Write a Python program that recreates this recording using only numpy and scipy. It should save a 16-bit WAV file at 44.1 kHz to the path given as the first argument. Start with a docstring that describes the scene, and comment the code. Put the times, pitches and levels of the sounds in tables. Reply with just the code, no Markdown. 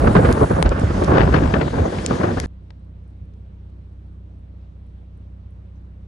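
"""Night snowstorm from a car

Place: an open window of a moving car. Microphone: the two ports of a phone, out in the wind.
Wind buffets the ports (noise bands driven by gusts and eddies), air hisses past and sleet ticks close by.
At 2.461 s it cuts hard to the parked car: a four-cylinder idle, summed from orders of the engine cycle,
over the noise hush of a snowy street. Sparse sleet and faint flakes still tick."""
import sys
import numpy as np
from scipy import signal
from scipy.fft import rfft, irfft, next_fast_len
from scipy.io import wavfile
from scipy.ndimage import uniform_filter1d

SR = 44100
rng = np.random.default_rng(int(sys.argv[2]) if len(sys.argv) > 2 else 0)


def persist_wave(psi):
    """Save psi, clipped to +-1, as 16-bit WAV."""
    counts = np.round(np.clip(psi, -1, 1) * 32767).astype(np.int16)
    wavfile.write(sys.argv[1], SR, np.atleast_2d(counts).T)


N = 267687
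CUT_S = 2.461  # moving car before, parked car after

# wind on the ports: [t/s, level/dB, treble boost/dB]
WIND_GUSTS = [(0.0, -15.5, 1.5), (0.08, -16.5, 0), (0.14, -23, 6.5), (0.17, -11.5, -2.5), (0.3, -17, 4.5),
              (0.37, -22.5, 4.5), (0.43, -12.5, -5), (0.47, -30, 10.5), (0.52, -10.5, -4.5),
              (0.55, -22.5, 10.5), (0.6, -20, -1), (0.77, -24.5, 9), (0.84, -17, -4), (0.88, -27.5, 8),
              (1.04, -14.5, -4.5), (1.07, -27, 11.5), (1.14, -9.5, 1), (1.27, -17, -0.5), (1.4, -14, -4.5),
              (1.51, -21, 2.5), (1.64, -19.5, -5), (1.7, -26.5, 0), (1.76, -18, 0.5), (1.9, -21, -6),
              (2.07, -23.5, -2.5), (2.17, -18.5, -2.5), (2.25, -15, 0.5), (2.31, -20.5, 2), (2.35, -24, -4),
              (2.46, -27, -9)]
# bass of the wind, swelling on its own: [t/s, level/dB]
WIND_RUMBLE = [(0.0, -9), (0.09, -9), (0.14, -14.5), (0.32, -9.5), (0.38, -24.5), (0.44, -10.5),
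               (0.48, -26.5), (0.53, -4), (0.61, -29), (0.67, -1), (0.78, -32), (0.85, -10), (0.88, -17.5),
               (1.15, -15), (1.21, -10.5), (1.62, -19), (1.68, -29), (1.82, -9), (1.88, -30), (1.93, -19.5),
               (2.13, -27.5), (2.3, -22.5), (2.46, -22)]
# relative spectrum of the wind: [f/Hz, density/dB per Hz]
WIND_SPECTRUM = [(12, -51.5), (25, -24), (41, -6.5), (65, 1.5), (110, -2), (156, -1.5), (202, -5.5),
                 (285, -6.5), (420, -11), (570, -10.5), (752, -14.5), (950, -19), (1220, -22), (1610, -24),
                 (1980, -33.5), (5000, -55), (6500, -68.5), (11000, -120)]
# eddies that burst on a port: [t/s, peak level/dB, brightness/dB, left minus right/dB, length/s]
PORT_EDDIES = [(0.007, -15.5, -6.5, 1, 0.052), (0.031, -8, -32, 9, 0.033), (0.072, 4, -15, -1.5, 0.021),
               (0.092, -5, -40, 16, 0.045), (0.152, -4, -6.5, -10.5, 0.019), (0.164, -1, -7.5, 0, 0.014),
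               (0.188, -11, -31, 17, 0.069), (0.191, -8, -27, 0, 0.012), (0.248, -6, -5, -2, 0.03),
               (0.257, -14, -10, -2, 0.014), (0.288, -6, -12, 0, 0.042), (0.331, -12, -38, 36, 0.1),
               (0.37, -14, -15, -2, 0.02), (0.413, -1.5, -32, 17, 0.047), (0.433, -4, -18, -11, 0.018),
               (0.469, -18, -12, 2, 0.033), (0.511, -4.5, -20, 11, 0.018), (0.562, -8.5, -26, 2, 0.05),
               (0.585, -5.5, -20, -4, 0.025), (0.626, -4.5, -22, 30, 0.0077), (0.655, -10, -8, 4, 0.013),
               (0.662, -14.5, -1.5, 1, 0.029), (0.716, -6.5, -7.5, 5, 0.021), (0.75, -19, -11, 0, 0.013),
               (0.81, -19, -30, 4, 0.02), (0.904, -12, -16, 1, 0.018), (1.013, -7, -27, 4, 0.027),
               (1.078, -4.5, -24, -6.5, 0.071), (1.145, -7, -8, -3, 0.026), (1.171, -1.5, -8.5, 8.5, 0.016),
               (1.181, 1, -5, 8.5, 0.009), (1.193, -3.5, -3.5, 14, 0.014), (1.207, -2, -5, 12.5, 0.0074),
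               (1.215, 1, -2, 10.5, 0.007), (1.223, -2, -8, 11, 0.007), (1.233, -9, -1, 11, 0.0094),
               (1.254, -7, -4, 3, 0.012), (1.275, -2.5, -9, 6.5, 0.011), (1.289, -9, -20, 6, 0.016),
               (1.325, -9, -7, 12, 0.012), (1.339, -4.5, -6, 14, 0.023), (1.354, -6, -5.5, 14, 0.029),
               (1.383, -10, -6, 16, 0.018), (1.422, -14.5, -8, 18, 0.087), (1.476, -10.5, -2.5, 17, 0.0057),
               (1.538, -5.5, -1.5, 15, 0.016), (1.552, -8, -15, 13, 0.031), (1.577, -18, -13, 13, 0.022),
               (1.599, -11, -11, 15, 0.015), (1.611, -11.5, -4, 15, 0.025), (1.629, -17, -8, 13, 0.011),
               (1.679, -9.5, -8.5, 12, 0.015), (1.704, -17, -4, 11, 0.013), (1.732, -10.5, -21, 6.5, 0.025),
               (1.774, -20, -2, 13, 0.058), (1.85, -11, -19, 5.5, 0.041), (1.922, -14.5, -8, 7.5, 0.058),
               (1.985, -18.5, 5, 2.5, 0.026), (2.046, -17, -8, 9, 0.02), (2.101, -13, -12, 9.5, 0.05),
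               (2.11, -10.5, -15, 18, 0.018), (2.213, -10, -12, 12.5, 0.009), (2.233, -7, -10, 15, 0.016),
               (2.254, -14, -4, 6.5, 0.015), (2.274, -14, -4, 7, 0.019), (2.307, -16.5, -5, 3, 0.023),
               (2.371, -12.5, -11, 9, 0.033), (2.435, -20, 0, 5, 0.019)]
# air stream past the car: [t/s, level/dB, boost of the highest treble/dB]
AIR_STREAM = [(0, -42.5, 4), (.3, -40.5, 4), (.6, -45, 3.5), (.66, -48, -2), (.78, -48, -0.5),
              (.81, -41, 0), (.9, -41.5, -6), (1.05, -40.5, 0), (1.2, -41.5, -3), (1.6, -44, -2.5),
              (2.05, -40, -4.5), (2.3, -42.5, -5.5), (2.46, -42.5, -2.5)]
# relative spectrum of the air stream: [f/Hz, density/dB per Hz]
HISS_SPECTRUM = [(900, -35), (1700, -5), (2300, -12.5), (2800, -15), (3500, -14.5), (4800, -17),
                 (5500, -19.5), (6300, -18.5), (7200, -20), (8400, -17), (9500, -23.5), (10500, -27.5),
                 (11000, -33.5), (11500, -48), (13000, -54), (14500, -46.5), (16000, -58)]
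# sleet ticks: [t/s, peak level before the stereo lean/dB, lowest f/Hz, highest f/Hz,
# left minus right/dB, crumble decay/s, crumble size against the click]
SLEET_TICKS = [(0.119, -32, 7000, 12000, 2, .0004, 0.1), (0.133, -29, 7000, 12000, -2, .0004, .15),
               (0.173, -31, 7500, 11000, 0, .0006, .2), (0.209, -33, 7500, 11000, 0, .0004, .15),
               (0.313, -26, 8000, 13000, 2, 0.0009, 0.3), (0.327, -10, 2010, 13100, 4, 0.0012, 0.13),
               (.433, -30, 7000, 14000, 0, 0.00054, 0.33), (0.443, -39, 8000, 14000, 0, .0004, .15),
               (0.518, -27.5, 6000, 13000, 0, .0006, 0.1), (0.6261, -15, 5970, 10500, -2, 0.0006, .2),
               (0.6268, -5.5, 350, 4000, 12, 0.001, .09), (0.628, -9, 150, 700, 0.5, 0.002, .05),
               (0.628, -17, 4800, 10500, 3, 0.0008, 0.43), (0.646, -45, 8010, 12000, 2, .0004, 0.2),
               (0.661, -21.5, 1987, 5530, 9, .0004, 0.14), (0.6927, -15.5, 900, 6900, 2, 0.00035, 0.47),
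               (0.797, -25, 3000, 9700, -4, 0.0011, 0.33), (1.039, -18, 2980, 11100, 4, 0.0005, 0.26),
               (1.045, -20, 2000, 8000, 8, 0.0025, 0.24), (2.0627, -2.5, 2340, 8100, 7, 0.00053, 0.16),
               (2.4004, -17, 1270, 2200, 6.5, 0.002, 0.17), (2.4007, -10, 3000, 11300, 10.5, 0.0007, 0.12),
               (2.4705, -52, 3500, 11000, 0, 0.0006, 0.2), (2.7055, -34.5, 450, 4270, 9, 0.001, 0.12),
               (2.708, -42, 1000, 4600, 8, 0.0008, 0.12), (2.7058, -38, 350, 800, 1, 0.002, 0.1),
               (2.7081, -42, 600, 3000, 13, 0.00082, 0.15), (2.797, -72, 7900, 9400, -11, .001, 0.51),
               (2.848, -68, 7900, 9440, -10.5, .001, .4), (3.078, -63, 8000, 9000, -6.5, 0.0016, 0.37),
               (3.338, -56, 900, 6040, 3, .002, .35), (3.702, -63.5, 4500, 9450, -7, 0.00074, .3),
               (5.508, -63, 7860, 11000, -6, .001, 0.35), (5.522, -59.5, 1500, 4500, -0.5, .0008, 0.4),
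               (5.757, -71, 5500, 6500, -5.5, .012, 3), (5.772, -69, 5500, 6600, -4.5, .01, 3),
               (5.853, -68, 7860, 10500, -8.5, 0.00091, 0.43)]
# phone case and port, as heard on the sleet: [f/Hz, level/dB]
CASE_RESPONSE = [(7000, -2.5), (8200, 1.5), (9300, 0), (10000, -2.5), (10600, -5.5), (11200, -14),
                 (12000, -16), (16000, -22.5)]
# speed of the idle: [t/s, engine cycles per s]
IDLE_SPEED = [(2.46, 15.65), (2.9, 15.64), (3.2, 15.57), (3.8, 15.61), (4.2, 15.57), (4.8, 15.59),
              (5.05, 15.5), (5.2, 15.62), (5.5, 15.73), (6.07, 15.71)]
# orders of the engine: [multiple of the engine cycle, relative level/dB]
ENGINE_ORDERS = [(2, -16.5), (3, -26), (4, 1), (5, -13), (6, -3.5), (7, -17.5), (8, -18), (9, -27),
                 (10, -14.5), (12, -13), (14, -26), (15, -30), (20, -32)]
# heavier beats of the engine: [t/s, boost/dB, length/s]
HEAVY_BEATS = [(3.231, 7, 0.022), (3.41, 2, 0.018), (5.467, 4.5, 0.011), (6.027, 1.5, 0.022)]
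# relative spectrum of the street hush: [f/Hz, density/dB per Hz]
STREET_SPECTRUM = [(16, -27.5), (31, -13.5), (68, -12), (140, -15.5), (200, -21), (250, -19), (325, -21.5),
                   (410, -27), (540, -26.5), (750, -32), (1000, -35), (1600, -41.5), (2500, -46.5),
                   (4000, -51), (4800, -57.5), (6000, -59.5), (7500, -67), (8100, -61.5), (8800, -66),
                   (11400, -78), (12000, -72), (12600, -82), (14500, -105)]
# likeness of the two ports, moving and parked: [f/Hz, share 0-1]
MOVING_LIKENESS = [(200, .965), (350, .9), (600, .5), (800, .45), (1050, .7), (1600, .35), (3000, .4),
                   (6000, .6), (9500, .87)]
PARKED_LIKENESS = [(100, 1), (260, .88), (500, 0.45), (750, .5), (1500, .3), (2500, 0.2), (6000, 0.25),
                   (10000, .05)]
# phase of left over right, moving and parked: [f/Hz, phase/rad]
MOVING_PHASE = [(0, 0), (260, -.05), (430, -.4), (700, -2.8), (1050, -4.7), (2400, -5.6), (4500, -5.7),
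                (6030, -5.9), (7750, -8.3), (9500, -11.7), (10800, -13.6)]
PARKED_PHASE = [(0, 0), (340, -.2), (780, -3.3), (1460, -2.6), (2410, -5.2), (3100, -6.1)]
# stereo tilt by pitch, moving and parked: [f/Hz, left minus right/dB]
MOVING_TILT = [(100, -1), (400, -0.9), (800, 0), (3000, 1), (6000, 4.5), (8000, 0), (10500, -0.5),
               (12500, -4.5)]
PARKED_TILT = [(60, 7), (110, -6), (190, -8.5), (340, 2.5), (600, -2), (1070, -2.5), (1910, 0), (3400, 1.5),
               (6060, 0.5), (10800, -11)]

RUMBLE_HZ, TREBLE_HZ = (65, 160), (450, 2480)  # bass fades into the gust; treble boost grows to full
TURN_S, TURN_LENGTH_S = 1.11, 0.061  # the wind swings round to the left port
LEFT_BEFORE_DB, LEFT_AFTER_DB = -3.5, 9.5  # left minus right, before it is shared out by pitch
EDDY_CREST_DB, USUAL_BRIGHT_DB = 3.5, -11.5  # peak of an eddy over its mean level; brightness of plain wind
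SLEET_EVEN_HZ = (6500, 8450)  # over this range the left lean of a tick fades out
IDLE_DB, STREET_DB = -38, -50
FIRING_S = 2.6241  # the engine cycle starts at zero phase here
FLAKES_PER_S = 4
FLAKE_DB, FLAKE_SCATTER_DB, FLAKE_LEFT_DB = -73, 2.5, -10  # peak, its spread, left minus right
CEILING, TOP_HZ = .93, 15900  # phone: level that peaks bend towards, top of its band


def buffet(t):
    """Turbulence on the ports: every band follows the gust, bursts with the eddies and churns at random."""
    s, level_db, boost_db = np.transpose(WIND_GUSTS)
    gust_db, treble_db = np.interp(t, s, level_db), np.interp(t, s, boost_db)
    rumble_db = np.interp(t, *np.transpose(WIND_RUMBLE))
    turn_ends = (TURN_S - TURN_LENGTH_S / 2, TURN_S + TURN_LENGTH_S / 2)
    pan_db = np.interp(t, turn_ends, (LEFT_BEFORE_DB, LEFT_AFTER_DB))

    noise = unit(colour(rng.standard_normal((2, len(t))), WIND_SPECTRUM))
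    air = ports(noise, MOVING_LIKENESS, MOVING_PHASE, MOVING_TILT)
    _, eddy_db, bright_db, left_db, _ = np.transpose(PORT_EDDIES)
    humps = np.array([hump(t, start - .001, length) ** 2 for start, *_, length in PORT_EDDIES])
    churn = np.tanh(0.55 * walk(len(t), 170))
    spits = np.tanh(0.33 * walk(len(t), 450))
    thumps = np.tanh(0.67 * walk(len(t), 35))
    side = np.array([[.35], [-.65]])  # left and right share of a lean

    centres = 40 * 2 ** np.arange(0, 7.1, 1 / 3)
    out = 0
    for hz, band in zip(centres, bands(air, centres)):
        deep = np.interp(np.log(hz), np.log(RUMBLE_HZ), (1, 0))
        sharp = np.interp(np.log(hz), np.log(TREBLE_HZ), (0, 1))
        # only short wavelengths differ between the ports
        apart = np.interp(hz, (700, 900), (0, 1)) * side
        bright = np.interp(hz, (900, 2500), (0, 1))
        reach = np.interp(hz, (80, 450), (0, 1))

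        # doubled dB, since these are powers
        wind_db = deep * rumble_db + (1 - deep) * gust_db + sharp * treble_db + apart * pan_db
        burst_db = eddy_db - EDDY_CREST_DB + bright * (bright_db - USUAL_BRIGHT_DB) + apart * left_db
        power = undb(2 * wind_db) + (reach * undb(2 * burst_db)) @ humps

        churn_db = np.interp(hz, (60, 500, 3000), (4, 4.5, 4.5)) * churn
        churn_db = churn_db + 1.3 * walk(len(t), hz / 16 + 6)
        # the largest swirls thump through all the bass at once
        churn_db = churn_db + np.interp(hz, (120, 300), (2.5, 0)) * thumps
        # the smallest swirls spit in very short bursts
        churn_db = churn_db + np.interp(hz, (900, 2500), (0, 7.5)) * spits
        out = out + band * np.sqrt(power) * undb(churn_db)
    return out


def engine(t):
    """Idle: orders of the engine cycle, each wavering as firings differ, and a few heavier beats."""
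    cycles = np.cumsum(np.interp(t, *np.transpose(IDLE_SPEED)) / SR)
    cycles = cycles - np.interp(FIRING_S, t, cycles)
    hum = 0
    for k, db in ENGINE_ORDERS:
        waver = 1 + .07 * walk(len(t), 12) + .07j * walk(len(t), 12)
        # the exhaust delays higher orders by a growing angle
        turning = np.exp(2j * np.pi * k * cycles - 1j * k ** 2 / 5)
        hum = hum - undb(db) * np.real(waver * turning)
    hum = unit(hum) * undb(IDLE_DB)
    for s, db, length in HEAVY_BEATS:
        hum = hum * undb(db * np.exp(-((t - s) / length) ** 2 * 2))
    return hum * undb([[-.5], [.5]])  # right port 1 dB louder


def sleet():
    """Each grain is a click with a tiny crumble, ringing in its own band and heard through the case."""
    out = np.zeros((2, N))
    t = (np.arange(1024) - 256) / SR
    hz = np.arange(513) * SR / 1024
    turn = np.exp(-1j * np.interp(hz, *np.transpose(MOVING_PHASE)))
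    tilt = undb(on_log(hz, MOVING_TILT[-2:]) / 2)  # only the treble end of the tilt
    noises = rng.standard_normal((len(SLEET_TICKS), 2, 1024))
    for (s, db, low_hz, high_hz, left_db, length, crumble), noise in zip(SLEET_TICKS, noises):
        ring = signal.butter(3, (low_hz, high_hz), "bandpass", fs=SR, output="sos")
        crack = (t == 0) + crumble * noise * (t > 0) * np.exp(-np.abs(t) / length)
        crack = colour(signal.sosfilt(ring, crack), CASE_RESPONSE)
        crack = crack / abs(crack).max()
        # a lean to the left fades in the treble, a lean to the right does not
        lean_share = np.interp(hz, SLEET_EVEN_HZ, (1, 0)) if left_db > 0 else 1
        lean = undb(left_db / 2 * lean_share)
        crack = irfft(rfft(crack) * np.array([lean * tilt, turn / lean / tilt]), 1024)
        i = int(s * SR) - 256
        out[:, i:i + 1024] += undb(db) * crack * signal.windows.tukey(1024, .4)
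    return out


def stream(t):
    """Hiss of air past the car: shaped noise, patchy from band to band."""
    s, level_db, top_db = np.transpose(AIR_STREAM)
    top_db = np.interp(t, s, top_db)
    noise = unit(colour(rng.standard_normal((2, len(t))), HISS_SPECTRUM))
    air = ports(noise, MOVING_LIKENESS, MOVING_PHASE, MOVING_TILT)
    centres = 1600 * 2 ** np.arange(0, 3.1, 1 / 3)
    out = 0
    for hz, band in zip(centres, bands(air, centres)):
        patchy_db = 1.5 * walk(len(t), 9) + 1.5 * walk(len(t), 40)
        out = out + band * undb(np.interp(hz, (6500, 8500), (0, 1)) * top_db + patchy_db)
    return out * undb(np.interp(t, s, level_db))


def street(t):
    """Soft hush of the street: shaped noise whose bands flicker a little."""
    noise = unit(colour(rng.standard_normal((2, len(t))), STREET_SPECTRUM))
    air = ports(noise, PARKED_LIKENESS, PARKED_PHASE, PARKED_TILT)
    parts = bands(air, 50 * 2 ** np.arange(0, 8., .5))
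    return undb(STREET_DB) * sum(part * undb(1.1 * walk(len(t), 20)) for part in parts)


def flakes():
    """Tiny high ticks by the parked car: band-passed noise at uneven moments that dies within a few ms."""
    out = np.zeros((2, N))
    t = np.arange(512) / SR
    ring = signal.butter(3, (7900, 10300), "bandpass", fs=SR, output="sos")
    count = int((N / SR - CUT_S) * FLAKES_PER_S)
    starts = rng.integers(int(CUT_S * SR), N - 512, count)
    sizes = rng.standard_normal(count)
    noises = rng.standard_normal((count, 2, 512))
    lean_db = np.array([[FLAKE_LEFT_DB / 2], [-FLAKE_LEFT_DB / 2]])
    for i, size, noise in zip(starts, sizes, noises):
        tick = signal.sosfilt(ring, noise * t * np.exp(-t / .0015))
        db = FLAKE_DB + FLAKE_SCATTER_DB * size + lean_db
        out[:, i:i + 512] += tick / abs(tick).max() * undb(db)
    return out


def ports(pair, alike, lead, tilt):
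    """Stereo of the two ports: right holds part of the left sound, phase shifted, and part of a twin."""
    n = pair.shape[-1]
    hz = np.arange(n // 2 + 1) * SR / n
    share = np.clip(on_log(hz, alike), 0, 1)
    left, twin = rfft(pair)
    turn = np.exp(-1j * np.interp(hz, *np.transpose(lead)))
    lean = undb(on_log(hz, tilt) / 2)
    right = share * turn * left + np.sqrt(1 - share ** 2) * twin
    return irfft(np.array([left * lean, right / lean]), n)


def hump(t, start, length):
    """Swell of one eddy: quick rise, rounded top, firm end."""
    return np.sin(np.pi * np.clip((t - start) / length, 0, 1) ** .45)


def walk(n, rate):
    """Random levels held 1 / rate s and slewed twice; spread 1."""
    k = max(int(SR / rate), 2)
    steps = np.repeat(rng.standard_normal(n // k + 1), k)
    return unit(uniform_filter1d(uniform_filter1d(steps, k), k)[:n])


def bands(x, centres_hz):
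    """Splits rows into overlapping bands that sum to the whole."""
    n = x.shape[-1]
    log_hz = np.log(np.arange(n // 2 + 1) * SR / n + 1)
    place = np.interp(log_hz, np.log(centres_hz), np.arange(len(centres_hz)))
    spectrum = rfft(x)
    return [irfft(spectrum * np.clip(1 - abs(place - k), 0, 1), n) for k in range(len(centres_hz))]


def colour(x, spectrum):
    """Shapes the rows of x by a (f/Hz, level/dB) table."""
    n = x.shape[-1]
    return irfft(rfft(x) * undb(on_log(np.arange(n // 2 + 1) * SR / n, spectrum)), n)


def on_log(hz, table):
    """Value of a (f/Hz, value) table on a log-frequency axis."""
    f, v = np.transpose(table)
    return np.interp(np.log(hz + 1), np.log(f + 1), v)


def unit(x):
    """Scales each row to an RMS of 1."""
    return x / np.sqrt(np.mean(x ** 2, axis=-1, keepdims=True))


def undb(db):
    """Amplitude factor of a level in dB."""
    return 10 ** (np.asarray(db) / 20)


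def scene():
    """Moving car, hard cut, parked car; ticks of sleet and flakes are laid on top."""
    t = np.arange(N) / SR
    cut = int(CUT_S * SR)
    # lengths rounded up for fast transforms, trimmed afterwards
    n = next_fast_len(cut, real=True)
    m = next_fast_len(N - cut, real=True)
    later = CUT_S + np.arange(m) / SR
    moving = (buffet(t[:n]) + stream(t[:n]))[:, :cut]
    moving = moving * np.clip((CUT_S - t[:cut]) / 0.0011, 0, 1)  # 1.1 ms fade out
    parked = (engine(later) + street(later))[:, :N - cut]
    parked = parked * np.clip((t[cut:] - CUT_S) / 0.01, 0, 1)  # 10 ms fade in
    return np.concatenate([moving, parked], axis=1) + sleet() + flakes()


def record(dry):
    """The phone rounds the loudest peaks and cuts the top."""
    rounded = dry / (1 + (dry / CEILING) ** 4) ** (1 / 4)
    top_cut = signal.ellip(8, .2, 70, TOP_HZ, fs=SR, output="sos")  # 0.2 dB ripple, 70 dB stop
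    return signal.sosfilt(top_cut, rounded)


dry = scene()
out = record(dry)
persist_wave(out)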